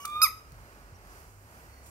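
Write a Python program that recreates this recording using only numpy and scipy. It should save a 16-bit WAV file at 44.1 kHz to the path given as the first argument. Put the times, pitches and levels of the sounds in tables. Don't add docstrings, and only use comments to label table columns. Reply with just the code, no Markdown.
import sys
import numpy as np
from scipy import signal
from scipy.fft import rfft, irfft, next_fast_len
from scipy.io import wavfile
from scipy.ndimage import map_coordinates

SR = 44100
rng = np.random.default_rng(int(sys.argv[2]) if len(sys.argv) > 2 else 0)


def store_wav(level_fs):
    pcm = np.round(np.clip(np.atleast_2d(level_fs), -1, 1) * 32767)
    wavfile.write(sys.argv[1], SR, pcm.T.astype(np.int16))


def volts_from_db(level):
    exponent = np.asarray(level, float) / 20
    return 10 ** exponent


N = 83790

# (frequency [Hz], density [dB per Hz])
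HISS_COLOUR = [(100, -21), (135, -5.5), (1060, -7.5), (1500, -7.5), (2800, -19), (3600, -25.5), (4600, -20),
               (15500, -29)]
# (time [s], lift [dB])
TREBLE_LIFT = [
    (0, 11.5),
    (.45, 1.5),
    (1, -0.5),
    (1.2, 5),
    (1.9, 2.5),
]
# (frequency [Hz], width [Hz], level [dB])
RUMBLE = [(47.1, 9, -59), (67.9, 10.8, -59), (100.16, 8, -60.5), (37.8, 6.6, -84), (122.4, 35, -68)]
# (frequency [Hz], left lead [rad], left over right [dB], likeness [0-1])
ROOM_STEREO = [(50, .34, -1.3, .99), (200, .33, -1.3, .97), (600, .55, -.5, .82), (1000, 1.32, -1, .74),
               (1600, 2.8, -3.4, .75), (2000, 3.56, -5.3, .57), (3000, 7.1, -6, .35), (3500, 9, -4, .4),
               (5000, 10.8, -4.2, .15), (8000, 18, -5.5, .15), (12000, 27, -10, .12), (16000, 36, -10, .1)]
# (start [s], length [s], centre [Hz], width [Hz])
RUSTLES = [(-.01, .062, 6200, 300), (.01, .04, 5400, 300), (-.01, .06, 11900, 600), (0, .053, 10400, 300),
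           (0, .05, 2900, 120), (.055, .04, 7500, 2000), (.944, .024, 5700, 60), (1.69, .16, 4450, 150),
           (1.68, .15, 2050, 250), (1.69, .14, 5850, 250), (1.83, .1, 7400, 2000), (1.09, .13, 5500, 2500),
           (1.28, .16, 7200, 1500), (1.84, .08, 11500, 2000)]
RUSTLE_LEVELS = [-57.5, -60.5, -64, -65, -57, -58, -67.5, -70.5, -69, -76.5, -59, -70.5, -71, -70]
# (time [s], pitch [Hz], level [dB], loss per harmonic above the second [dB], sign ignored)
COO = [(0, 1120, -48.5, -9), (.04, 1151, -47, -14), (.066, 1180, -41.5, -4), (.12, 1198, -38.5, 3),
       (.165, 1215, -33, -1.5), (.205, 1228, -33.5, 4), (.214, 1210, -30.5, -7), (.219, 1230, -85, -4)]
COO_HARMONICS = [-0.5, -16.5, -11.5, -58, -56, -52, -53, -31, -48, -27, -27, -27, -33]
# (time [s], pitch [Hz], level [dB], loss per harmonic above the second [dB], sign ignored)
SQUEAK = [(.2135, 1145, -63.5, 3.5), (.217, 1216, -21.5, 0.6), (.224, 1277, -25.5, -0.5),
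          (.232, 1294, -22, 0), (.243, 1254, -23.5, 0.5), (.255, 1166, -29.5, -2), (.262, 1095, -34.5, 0),
          (.272, 970, -34.5, 5), (.279, 920, -72, 2)]
# (frequency [Hz], width [Hz], level [dB])
MOUTH = [(1380, 197, 6.5), (2300, 324, -1.5), (3970, 1150, -11.5), (5014, 137, 6), (6530, 730, -9.5),
         (8956, 260, -8), (10280, 200, -2.5), (11660, 820, -1), (12610, 285, 7), (14300, 1000, -13),
         (15550, 700, -26)]
# (time [s], level [dB])
KNOCKS = [
    (0.043, -42),
    (.050, -28),
]
# (time [s], level [dB], length [s], centre [Hz])
TICKS = [
    (0.0529, -30.5, 0.0098, 6940),
    (0.52, -52, 0.0077, 5900),
    (.991, -62, 0.0053, 10100),
    (1.072, -57, 0.0066, 2420),
    (1.2, -68, 0.013, 8000),
    (1.858, -55.5, 0.044, 6960),
]
# (time [s], level [dB], frequency [Hz])
THUMPS = [
    (0.523, -44, 121),
    (0.924, -40, 90),
    (1.559, -54.5, 234),
]
# (frequency [Hz], left lead [rad], left over right [dB])
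ANIMAL_STEREO = [(0, 0, 0), (1270, .9, -2), (2540, 1.2, -6.5), (3810, 4.2, -6.3), (5080, 5.55, -7.2),
                 (6350, 8.6, -4.7), (8890, 11.6, -4.5), (10160, 12.8, -3), (11430, 12.55, 1),
                 (12700, 15.5, -7), (16000, 19.5, -2)]
# (frequency [Hz], time to fall 60 dB [s])
TILES = [(500, 0.87), (1300, 0.47), (5000, 0.41), (12000, 0.32), (16000, 0.19)]
# (delay [s], left [dB], right [dB])
WALLS = [(.006, -12, -18), (0.011, -32, -21), (.024, -14, -24.5), (.046, -20.5, -21)]

JITTER, SHIMMER_DB, BREATH_DB = .0015, 1.5, -34
HISS_DB, HISS_TOP_HZ = -56, 15750
HOLLOW_HZ, HOLLOW_T60 = 1263, 0.031
ROOM_DB = -15.5
TOP_HZ = 16400


def unit(x):
    return x / np.sqrt(np.mean(x ** 2) + 1e-20)


def along(points, hz):
    f, v = np.transpose(points)
    return np.interp(np.log(hz + 1), np.log(f + 1), v)


def wobble(rate):
    knots = rng.standard_normal(int(N * rate / SR) + 4)
    return map_coordinates(knots, [np.arange(N) * rate / SR])


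def filtered(x, response):
    m = next_fast_len(N + SR // 2)
    return irfft(rfft(x, m) * response(np.fft.rfftfreq(m, 1 / SR)), m)[..., :N]


def peak(f, hz, width):
    return 1j * f * width / (hz * hz - f * f + 1j * f * width)


def lead(f, table):
    hz, rad, db = np.transpose(table)[:3]
    half = np.array([[1], [-1]]) / 2
    phase = np.exp(1j * half * np.interp(f, hz, rad))
    return phase * volts_from_db(half * np.interp(f, hz, db))


def room_noise(response):
    hz, _, _, alike = np.transpose(ROOM_STEREO)

    def shares(f):
        angle = np.arccos(np.interp(f, hz, alike)) / 2
        return np.array([np.cos(angle), np.sin(angle)])

    mid, side = filtered(rng.standard_normal((2, N)), shares)
    both = np.array([mid + side, mid - side])
    return unit(filtered(both, lambda f: response(f) * lead(f, ROOM_STEREO)))


def room_hiss():
    s, db = np.transpose(TREBLE_LIFT)
    lift = volts_from_db(np.interp(np.arange(N) / SR, s, db))
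    hiss = room_noise(lambda f: volts_from_db(along(HISS_COLOUR, f)) * (f < HISS_TOP_HZ))
    treble = filtered(hiss, lambda f: 1 / (1 + (7000 / (f + 1)) ** 4))
    return (hiss + treble * (lift - 1)) * volts_from_db(HISS_DB + 1.8 * wobble(5.1))


def hum_and_fan():
    return sum(volts_from_db(db) * room_noise(lambda f: peak(f, hz, w) ** 2) for hz, w, db in RUMBLE)


def rustles():
    t, out = np.arange(N) / SR, np.zeros(N)
    for (s, length, hz, width), db in zip(RUSTLES, RUSTLE_LEVELS):
        swell = np.sin(np.pi * np.clip((t - s) / length, 0, 1)) ** 0.22
        swell = swell * volts_from_db(2.4 * wobble(70))
        noise = unit(filtered(rng.standard_normal(N), lambda f: peak(f, hz, width) ** 2))
        out += volts_from_db(db) * swell * noise
    return out


def voice(rows, harmonics_db):
    s, hz, db, loss = np.transpose(rows)
    t = np.arange(N) / SR
    loss_db = np.interp(t, s, np.abs(loss))
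    pitch = np.interp(t, s, hz) * (1 + JITTER * wobble(152.8))
    phase = 2 * np.pi * np.cumsum(pitch) / SR
    tone = np.zeros(N)
    for k, level in enumerate(harmonics_db):
        level_db = level - max(k - 1, 0) * loss_db + SHIMMER_DB * wobble(60.7)
        tone += volts_from_db(level_db) * np.sin((k + 1) * phase + k * k)
    breath = volts_from_db(BREATH_DB) * (1 + np.cos(phase)) * rng.standard_normal(N)
    return volts_from_db(np.interp(t, s, db, right=-200)) * np.sqrt(2) * (tone + breath)


def coo():
    return voice(COO, COO_HARMONICS)


def ring(start, db, hz, t60, rise):
    t = np.arange(N) / SR - start
    since = np.clip(t, 0, 2)
    envelope = volts_from_db(db - 60 * since / t60) * (1 - np.exp(-since / rise))
    return envelope * np.sin(2 * np.pi * hz * t)


def cap_knocks():
    return sum(ring(s, db + 6.5, HOLLOW_HZ, HOLLOW_T60, .0016) for s, db in KNOCKS)


def ticks():
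    t, out = np.arange(N) / SR, np.zeros(N)
    for s, db, length, hz in TICKS:
        u = np.clip(t - s, 0, 2) / length
        burst = 7 * u * np.exp(-7 * u) * rng.standard_normal(N)
        out += volts_from_db(db + 12.5) * filtered(burst, lambda f: peak(f, hz, 1.7 * hz))
    return out


def squeak():
    def mouth(f):
        return sum((-1) ** k * volts_from_db(db) * peak(f, hz, w) for k, (hz, w, db) in enumerate(MOUTH))

    return filtered(voice(SQUEAK, np.zeros(13)), mouth)


def thumps():
    return sum(ring(s, db + 6, hz, .076, .004) for s, db, hz in THUMPS)


def room(x):
    hz, t, z = signal.stft(rng.standard_normal((2, SR // 2)), SR, nperseg=256)
    decay = volts_from_db(-60 * t / along(TILES, hz)[:, None])
    tail = signal.istft(z * decay, SR, nperseg=256)[1]
    answer = volts_from_db(ROOM_DB) * np.pad(tail, ((0, 0), (300, 0))) / np.linalg.norm(tail[0])
    for s, left_db, right_db in WALLS:
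        answer[:, round(s * SR)] += volts_from_db([left_db, right_db])
    return signal.fftconvolve(x[None], answer, axes=1)[:, :N]


def scene():
    background = room_hiss() + hum_and_fan()
    near = rustles() + coo() + cap_knocks() + ticks() + squeak() + thumps()
    direct = filtered(near, lambda f: lead(f, ANIMAL_STEREO))
    return direct + room(near) + background


def low_pass(x):
    return signal.sosfilt(signal.butter(12, 16480, fs=SR, output="sos"), x)


def record(dry):
    mix = filtered(dry, lambda f: (f > 28) / (1 + (f / TOP_HZ) ** 60))
    return low_pass(mix)


dry = scene()
out = record(dry)
store_wav(out)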